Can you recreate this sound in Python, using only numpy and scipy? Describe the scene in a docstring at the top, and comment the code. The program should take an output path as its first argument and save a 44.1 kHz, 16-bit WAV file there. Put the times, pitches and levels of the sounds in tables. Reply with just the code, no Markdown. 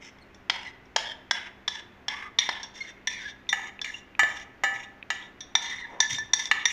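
"""A faint fan hum and a soft rush of air run throughout; a brief faint scrape and two quiet clinks come first.
Then a steel spoon scrapes thick porridge out of a tilted steel pan into a strainer, in a hard-walled kitchen.
Clinks and knocks are fading modes with a crack of noise; scrapes are uneven noise driven through the modes.
Squeals are gliding, roughened tones, ticks one dead resonance, and porridge shifts swells of low noise.
Porridge clinging to the spoon lowers and damps its ring."""
import sys
import numpy as np
from scipy import signal
from scipy.fft import rfft, irfft, next_fast_len
from scipy.io import wavfile
from scipy.ndimage import map_coordinates

SR = 44100
rng = np.random.default_rng(int(sys.argv[2]) if len(sys.argv) > 2 else 0)


def to_wav(sig):
    """Store sig (one row per channel, or 1-D mono) as 16-bit WAV at the path in sys.argv[1].

    Samples outside -1..1 are clipped; the rate is SR.
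    """
    pcm = np.clip(np.atleast_2d(sig), -1, 1) * 32767
    pcm = np.round(pcm).astype(np.int16)
    wavfile.write(sys.argv[1], SR, pcm.T)  # frames by channels


N = 296352

# Kitchen air, relative spectrum: [pitch_hz, density_db_per_hz]
AIR_SPECTRUM = [(20, -0.5), (70, 4), (160, -3.5), (370, 2.5), (480, -3.5), (800, -4), (1200, -6.5),
                (2000, -5), (2600, -11), (4500, -25), (6500, -28.5), (8500, -42), (15000, -37.5)]
# Fan lines, level before a slight wobble: [pitch_hz, level_db]
FAN_LINES = [(64, -73.5), (124, -70), (199, -65.5), (262, -66)]
# Decay of the kitchen's diffuse sound: [pitch_hz, t60_s]
ROOM_DECAY = [(200, 0.96), (1000, 0.64), (3000, 0.48), (6000, 0.33), (14000, 0.47)]
# Soft, low noises of porridge and pan shifting, level before the swell: [start_s, length_s, centre_hz, level_db]
SHIFTS = [(5.857, 0.18, 560, -47.5), (6.09, 0.094, 128, -45.5), (6.159, 0.14, 65, -52)]
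# Light ticks as the spoon is lifted, level before a common trim: [start_s, level_db]
TICKS = [(3.469, -32), (3.7918, -18.5), (4.151, -21), (5.027, -16)]
# Blows on the pan wall, level before colour and room:
# [start_s, level_db, brightness_db_per_octave, favoured_hz, freedom_to_ring_0_to_1]
KNOCKS = [(3.5274, -25, 2, 1310, 0.28), (3.845, -38, 4, 4080, 0.35), (4.1932, -20, 1.94, 1130, 0.52),
          (4.233, -32, -2.2, 3300, 0.13), (4.6362, -23.5, 2, 1050, 0.61), (5.103, -28, 0.7, 4550, 0.26),
          (6.5133, -22, -0.3, 3280, 0.15)]
# The spoon lands, level before colour and room; the last column scales its first bending mode:
# [start_s, level_db, brightness_db_per_octave, favoured_hz, porridge_0_to_1, first_mode_ratio]
CLINKS = [(0.185, -60, -4, 1700, 0.7, 1.2), (0.3456, -59, 5, 1740, 0.37, 1.1),
          (0.4978, -24.5, -3, 2780, 0.9, 1.125), (0.854, -67.5, 0, 8000, 0.4, .87),
          (0.962, -21.5, -0.16, 890, 0.99, 1), (1.3102, -22, -.5, 1340, 0.6, 0.93),
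          (1.6785, -29, -2.5, 3900, 0.41, 0.99), (2.082, -31, -2, 4450, 0.5, 0.99),
          (2.3869, -23, 0.8, 3530, .12, 1.07), (2.49, -27.5, -4.5, 1300, 0.58, 1.01),
          (2.6306, -42, 1, 5100, 0.23, 0.94), (3.0719, -28, 2, 2020, .15, 1.02),
          (3.4904, -32, 2.5, 3280, 0, 1.12), (3.8146, -37, -0.5, 3620, 0.39, .97),
          (5.406, -43.5, 1.5, 4670, 0.1, 1.02), (5.5522, -21, -2.2, 4270, 0.07, 1.02),
          (6.0028, -21, -0.7, 5300, 0.09, 1.026), (6.184, -35.5, -3, 6640, .1, 1),
          (6.3339, -21.5, .7, 5420, 0.08, 1.01), (6.455, -38.5, 1.5, 4500, .2, 1.02),
          (6.6541, -21.5, 2.6, 2070, 0.01, 1.07)]
# The spoon's edge sticks and slips, level before pressure and room; the narrow, steady rows near 1750 Hz are
# the pan's own mode singing: # [start_s, length_s, start_hz, end_hz, level_db]
SQUEALS = [(0.213, 0.019, 4434, 4200, -59.5), (0.652, 0.043, 2110, 1974, -41),
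           (1.761, 0.051, 1752, 1710, -43.5), (2.124, 0.17, 1109, 1216, -47.5),
           (2.808, 0.019, 2164, 2124, -31), (2.843, .066, 2120, 1830, -48), (3.098, 0.15, 2342, 1813, -42),
           (3.249, 0.036, 1714, 1646, -38), (3.843, 0.065, 2236, 1880, -38.5),
           (3.941, 0.014, 2710, 2884, -36.5), (5.718, 0.027, 2005, 1830, -35.5),
           (5.782, .08, 2072, 1820, -39), (6.008, 0.061, 1735, 1740, -29),
           (6.159, 0.029, 3694, 3613, -38.5), (6.183, 0.052, 1749, 1767, -36),
           (6.544, 0.083, 1762, 1760, -39.5)]
# Drags of the spoon, level before colour and room:
# [start_s, length_s, level_db, brightness_db_per_octave, favoured_hz]
SCRAPES = [(0.016, 0.081, -53, 0.1, 6600), (0.529, .175, -46, 0.3, 915), (0.98, 0.15, -43.5, 1.5, 3730),
           (1.341, .15, -45.5, -0.8, 2660), (1.714, 0.092, -46, -1, 4400), (2.095, 0.18, -44, -1.5, 1300),
           (2.401, 0.14, -42, .8, 2860), (2.539, 0.13, -48.5, -4, 4270), (2.746, 0.17, -52, 2, 5000),
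           (3.1, 0.22, -48, 1.5, 4780), (3.572, .12, -46, 0.5, 980), (3.857, 0.14, -50.5, 5, 730),
           (4.276, 0.16, -45.5, 2.5, 1340), (4.741, .11, -46.5, 1, 1347), (5.129, 0.14, -54.5, -2.6, 3450),
           (5.619, 0.2, -41, -0.5, 4750), (5.83, 0.18, -56, -4, 700), (6.009, 0.044, -42.5, .5, 2460),
           (6.1, 0.064, -36.5, 4, 4900), (6.385, .1, -39, 2.1, 5780), (6.551, 0.093, -48, -2, 3300),
           (6.677, 0.058, -42.5, 6, 1800)]
# Modes of the clean, free spoon, relative levels: [pitch_hz, level_db, t60_s]
SPOON_MODES = [(951, -1.5, 0.025), (1095, -6, 0.025), (1746, 6.5, 0.75), (1914, -1, 0.22),
               (2037, 4.5, 0.044), (2330, -5, 0.1), (2806, -32.5, 0.087), (3414, -5, 0.178),
               (3615, 2, 0.096), (3671, 3, 0.035), (3780, -14.5, 0.13), (4110, -11, 0.053),
               (5000, -16.5, 0.022), (5420, -15.5, 0.028), (5885, -1.5, 0.066), (5848, -9, 0.11),
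               (5700, -5.5, 0.24), (7030, -29, 0.17), (6450, -11, 0.13), (6800, -44.5, 0.066),
               (8940, -40, 0.14), (10270, -39.5, 0.03), (10450, -48, 0.067), (10900, -12, 0.12),
               (12530, -22, 0.21), (14800, -33.5, 0.018)]
# Modes of the free pan, relative levels: [pitch_hz, level_db, t60_s]
PAN_MODES = [(698, -23, 0.033), (796.3, -17.5, 0.25), (912, -19, 0.079), (1180, -34, 0.081),
             (1282, -9.5, 0.13), (1648, -10, 0.37), (1747, 2.5, 1), (1954, 6, 0.16), (2203, 0.5, 0.099),
             (2309, -8.5, 1), (2323, -1, 0.09), (2890, -9.5, 1), (2786, -9.5, 0.19), (3090, -11.5, 0.31),
             (3660, -8, 0.16), (3783, -17.5, 0.05), (4054, -18.5, 0.208), (4800, -25.5, 0.368),
             (5760, -10.5, 0.096), (6261, -37, .16), (7070, -16.5, 0.42), (6630, -11.5, 0.074),
             (7490, -19.5, 0.15), (9600, -46, 0.096), (12800, -42.5, 0.26)]
# Noise of metal on metal, relative spectrum: [pitch_hz, density_db_per_hz]
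CONTACT_SPECTRUM = [(100, -34), (350, -21), (600, -12), (900, 0), (2000, 0), (3500, -2), (7000, -6),
                    (8500, -15), (12000, -20), (15500, -25)]
# Edges of the five bands in which contacts are balanced: [edge_hz]
BAND_EDGES = [500, 1400, 2700, 4600, 8000, 16000]
# Balance at an average point of contact, one value per band: [level_db]
CLINK_COLOUR = [-14, -8, -4.5, -6, -32]
KNOCK_COLOUR = [-6.5, 0.5, -11, -16, -32]
SCRAPE_COLOUR = [-10.5, -.7, -5, -11, -30]

TOP_HZ = 15450  # the microphone's band limit
FAVOUR_DB, FAVOUR_OCTAVES = 8, 0.45  # lift and width of the zone that the point of contact favours
PIVOT_HZ, BRIGHT_TOP_HZ = 2750, 5750  # brightness tilts the bands about the pivot, up to the top
PORRIDGE_SAG = .11  # share by which a full load lowers the spoon's upper modes
GRIP_LOSS, PORRIDGE_LOSS = 0.66, 7.4  # relative damping of the spoon by the hand, and by a full load
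PRESS_LOSS, FIRM_DB = 2.8, -17  # a firm blow stays pressed to the metal: damping added at this level
SMEAR_HZ, PORRIDGE_SMEAR_HZ = 27, 171.5  # widening of the dragged spoon's modes: bare, plus a full load
EASE_DB_PER_S = 43  # the hand presses hardest at first and eases off
SQUEAL_WIDTH_HZ, WIDTH_PER_GLIDE = 5.5, 0.72  # blur of a steady squeal, Hz added per Hz of glide
SQUEAL_OCTAVE_DB = -16  # second partial


def amp(db):
    """Decibels to gain."""
    return 10 ** (np.asarray(db) / 20)


def unit(x):
    """Scaled to rms 1."""
    return x / np.sqrt(np.mean(x ** 2) + 1e-20)


def along(points, hz):
    """(Hz, value) points joined on a log frequency axis."""
    point_hz, value = np.transpose(points)
    return np.interp(np.log(hz + 1), np.log(point_hz + 1), value)


def filtered(x, response):
    """x shaped by a response of frequency."""
    size = next_fast_len(len(x) + SR // 10)
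    spectrum = rfft(x, size) * response(np.fft.rfftfreq(size, 1 / SR))
    return irfft(spectrum, size)[:len(x)]


def noise(spectrum, n):
    """Coloured noise of rms 1."""
    return unit(filtered(rng.standard_normal(n), lambda hz: amp(along(spectrum, hz))))


def wobble(rate, n):
    """A smooth random curve with rate knots a second."""
    return map_coordinates(rng.standard_normal(size=2048), [np.arange(n) * rate / SR], mode="wrap")


def add(track, start_s, x):
    """Mix x into the track from start_s."""
    i = max(round(start_s * SR), 0)
    track[i:i + len(x)] += x[:max(len(track) - i, 0)]


def in_kitchen(x, wet_db):
    """Direct sound plus the diffuse answer of the walls, which swells in and dies at a rate set by pitch."""
    hz, t, grains = signal.stft(rng.standard_normal(size=26000), SR, nperseg=256)
    decay = amp(-60 * t / along(ROOM_DECAY, hz)[:, None])
    build_up = 1 - np.exp(-t / 0.004)
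    tail = signal.istft(grains * decay * build_up, SR, nperseg=256)[1]
    response = amp(wet_db) * tail / np.linalg.norm(tail)
    response[0] += 1  # direct sound
    return signal.fftconvolve(x, response)


def band_centres(edges):
    """Geometric middle of each band."""
    return np.sqrt(edges[:-1] * edges[1:])


def voiced(x, levels_db, n):
    """The point of contact sets how strongly each band sounds over the first n samples."""
    edges = np.array(BAND_EDGES[:len(levels_db) + 1])
    for _ in range(2):  # the second pass tightens the balance
        power = 2 * np.abs(rfft(x[:n]) / n) ** 2
        band_power = np.histogram(np.fft.rfftfreq(n, 1 / SR), edges, weights=power)[0]
        lift = np.c_[band_centres(edges), levels_db - 10 * np.log10(band_power + 1e-20)]
        x = filtered(x, lambda hz: amp(along(lift, hz)))
    return x


def colour(average_db, level_db, bright_db, favoured_hz):
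    """Band levels of one contact: a harder edge tilts them upwards, and the spot touched lifts one zone."""
    centres = band_centres(np.array(BAND_EDGES))
    tilt = bright_db * np.log2(np.minimum(centres, BRIGHT_TOP_HZ) / PIVOT_HZ)
    zone = FAVOUR_DB * np.exp(-.5 * (np.log2(centres / favoured_hz) / FAVOUR_OCTAVES) ** 2)
    return level_db + np.array(average_db) + tilt + zone


def blow(modes, ring, levels_db, held_t60, crack_db, crack_t60, rise):
    """A short crack of contact and the fading modes, at new strengths for each blow."""
    t = np.arange(SR // 2) / SR
    hz, db, t60 = np.transpose(modes)[:, :, None]
    scatter, phase = rng.standard_normal((2, len(modes), 1))
    # whatever holds the metal adds the same loss to every mode
    loss = 1 / t60 + max(1 / ring - 1, 0) / held_t60
    tones = amp(db + 2 * scatter - 60 * t * loss) * np.sin(2 * np.pi * (hz * t + phase))
    crack = amp(crack_db - 60 * t / crack_t60) * noise(CONTACT_SPECTRUM, len(t))
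    struck = (tones.sum(0) + crack) * (1 - np.exp(-t / rise))
    lead_in = SR // 500  # 2 ms of silence
    return voiced(np.pad(struck, (lead_in, 0)), levels_db, SR // 50)


def loaded_spoon(porridge, first):
    """Porridge and grip shift the spoon's bending modes; the hollow tone near 1 kHz stays."""
    hz, db, t60 = np.transpose(SPOON_MODES)
    upper = 1 - PORRIDGE_SAG * porridge
    shift = np.interp(hz, [1200, 1750, 2100, 3000], [1, first, 1, upper])
    return np.c_[hz * shift, db, t60]


def resonances(modes, hz, damping_hz, treble_db):
    """Response of a rubbed body: the pressing edge widens its modes and favours some by chance."""
    total = 0
    for k, (centre, db, t60) in enumerate(modes):
        width = np.log(1000) / np.pi / t60 + damping_hz
        favour_db = 3 * rng.standard_normal()
        gain = amp(db + favour_db + treble_db * centre / TOP_HZ)
        sign = (-1) ** k  # neighbouring modes move in opposition
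        total = total + sign * gain * 1j * hz * width / (centre ** 2 - hz ** 2 + 1j * hz * width)
    return total


def stroke(t, length, edge):
    """Pressure that comes on, holds for the length of the stroke and lets go."""
    return np.clip(t / edge, 0, 1) * np.clip((length + edge - t) / edge, 0, 1)


def background():
    """Soft rush of air as coloured noise, and a fan's lines as slightly unsteady sines."""
    t = np.arange(N) / SR
    hum = 0
    for hz, db in FAN_LINES:
        level = amp(db + 0.94 * wobble(4.2, N)) * np.sqrt(2)  # rms to peak
        hum = hum + level * np.sin(2 * np.pi * hz * t + 0.67 * wobble(6.1, N))
    air = amp(-54.5 + 0.26 * wobble(4.07, N)) * noise(AIR_SPECTRUM, N)
    return hum + air


def shifts(octaves=0.77):
    """Thick porridge slides and the pan moves in the hand: soft swells of low noise."""
    out = np.zeros(N)
    for start_s, length, centre_hz, db in SHIFTS:
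        band = lambda hz: np.exp(-.5 * (np.log2((hz + 1) / centre_hz) / octaves) ** 2)
        swell = np.hanning(int(length * SR))
        rumble = unit(filtered(rng.standard_normal(SR), band))[:len(swell)]
        add(out, start_s, amp(db) * swell * rumble)
    return out


def ticks(tick_hz=2520, t60=0.011):
    """A light touch of the spoon: one dead resonance with a little noise about it."""
    out, t = np.zeros(N), np.arange(SR // 20) / SR
    for start_s, db in TICKS:
        grit = noise([(600, -12), (2500, 3.0), (3800, -4), (5000, -40.0)], len(t))
        touch = np.sin(2 * np.pi * tick_hz * t) + 0.33 * grit
        fade = amp(db - 7 - 60 * t / t60) * (1 - np.exp(-t / 0.00047))
        add(out, start_s, in_kitchen(fade * touch, wet_db=-29))
    return out


def knocks():
    """The thin pan wall rings like a dull bell."""
    out = np.zeros(N)
    for start_s, db, bright_db, favoured_hz, ring in KNOCKS:
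        levels_db = colour(KNOCK_COLOUR, db, bright_db, favoured_hz)
        hit = blow(PAN_MODES, ring, levels_db, held_t60=0.26,
                   crack_db=-5.5, crack_t60=0.058 * np.sqrt(ring), rise=0.00046)
        add(out, start_s - .002, in_kitchen(hit, wet_db=-6.5))
    return out


def clinks():
    """The spoon lands; the more porridge it carries, the lower, deader and noisier it sounds."""
    out = np.zeros(N)
    for start_s, db, bright_db, favoured_hz, porridge, first in CLINKS:
        press_loss = PRESS_LOSS * amp(db - FIRM_DB)
        ring = 1 / (1 + GRIP_LOSS + PORRIDGE_LOSS * max(porridge, 0) + press_loss)
        levels_db = colour(CLINK_COLOUR, db, bright_db, favoured_hz)
        hit = blow(loaded_spoon(porridge, first), ring, levels_db, held_t60=0.22,
                   crack_db=4.0 - 10 * ring, crack_t60=0.023, rise=0.0012)
        add(out, start_s - .002, in_kitchen(hit, wet_db=-8.5))
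    return out


def squeals(edge=.008):
    """Stick-slip locks into a tone that mostly sinks as the spoon travels; a longer glide is rougher. The pan's
    own mode near 1750 Hz sings as a narrow, steady tone."""
    out, t = np.zeros(N), np.arange(SR // 4) / SR
    partials_db = [0, SQUEAL_OCTAVE_DB, SQUEAL_OCTAVE_DB - 20.5, SQUEAL_OCTAVE_DB - 26.5]
    for start_s, length, start_hz, end_hz, db in SQUEALS:
        glide_hz = np.interp(t, [0, length], [start_hz, end_hz])
        phase = 2 * np.pi * np.cumsum(glide_hz) / SR
        width_hz = SQUEAL_WIDTH_HZ + WIDTH_PER_GLIDE * abs(end_hz - start_hz)
        tone = 0
        for k, partial_db in enumerate(partials_db, 1):
            # uneven slips blur each overtone more than the one below
            blur = k * width_hz
            jitter = wobble(2 * blur, len(t)) + 1j * wobble(2 * blur, len(t))
            rough = 1 + jitter * blur / 60
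            tone = tone + amp(partial_db) * unit(np.real(rough * np.exp(1j * k * phase)))
        squeal = amp(db) * unit(tone) * stroke(t, length, edge)
        add(out, start_s - edge / 2, in_kitchen(squeal, wet_db=-12))
    return out


def scrapes(edge=.024, grit_db=3.5, judder_db=-2.04, sway_db=1.5, count=4):
    """Tiny uneven slips of the edge drive the modes of both spoon and pan."""
    out, t = np.zeros(N), np.arange(SR // 3) / SR
    landed = np.transpose(CLINKS)[0]
    for start_s, length, db, bright_db, favoured_hz in SCRAPES:
        # the spoon keeps the load with which it last landed
        *_, porridge, first = CLINKS[max(np.searchsorted(landed, start_s) - 1, 0)]
        spoon = loaded_spoon(porridge, first)
        # the porridge that lowers the modes also widens them
        smear_hz = SMEAR_HZ + PORRIDGE_SMEAR_HZ * max(porridge, 0)
        uneven_db = grit_db * wobble(900, len(t)) + judder_db * wobble(115, len(t))
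        uneven_db = uneven_db + sway_db * wobble(40, len(t))
        pressure = amp(uneven_db - EASE_DB_PER_S * t) * stroke(t, length, edge)
        slips = noise(CONTACT_SPECTRUM, len(t)) * pressure
        # just after a knock the spoon still rubs the wall itself
        on_wall = any(0 < start_s - knock[0] < 1 / 4 for knock in KNOCKS)
        wall_db = 8 if on_wall else -11

        def body(hz):
            """Spoon and pan modes, with a little of the bare contact noise."""
            spoon_part = resonances(spoon, hz, damping_hz=smear_hz, treble_db=-1.5)
            pan_part = resonances(PAN_MODES, hz, damping_hz=38.3, treble_db=10.0)
            return spoon_part + amp(wall_db) * pan_part + amp(-26)

        # as the edge travels, one mix of modes gives way to the next
        travel = np.clip(t / (length + edge), 0, 1) * (count - 1)
        rasp = 0
        for k in range(count):
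            fade = np.cos(np.pi / 2 * np.clip(travel - k, -1, 1))
            rasp = rasp + filtered(slips * fade, body)
        levels_db = colour(SCRAPE_COLOUR, db, bright_db, favoured_hz)
        rasp = voiced(rasp, levels_db, int(min(length + edge, t[-1]) * SR))
        add(out, start_s - edge / 2, in_kitchen(rasp, wet_db=-11.5))
    return out


def scene():
    """Spoon, pan and porridge over the quiet of the kitchen."""
    quiet = background() + shifts()
    touches = ticks() + knocks() + clinks()
    drags = squeals() + scrapes()
    return (quiet + touches + drags)[None]


def record(dry):
    """The microphone keeps nothing above its band limit."""
    return np.array([filtered(channel, lambda hz: hz < TOP_HZ) for channel in dry])


dry = scene()
out = record(dry)
to_wav(out)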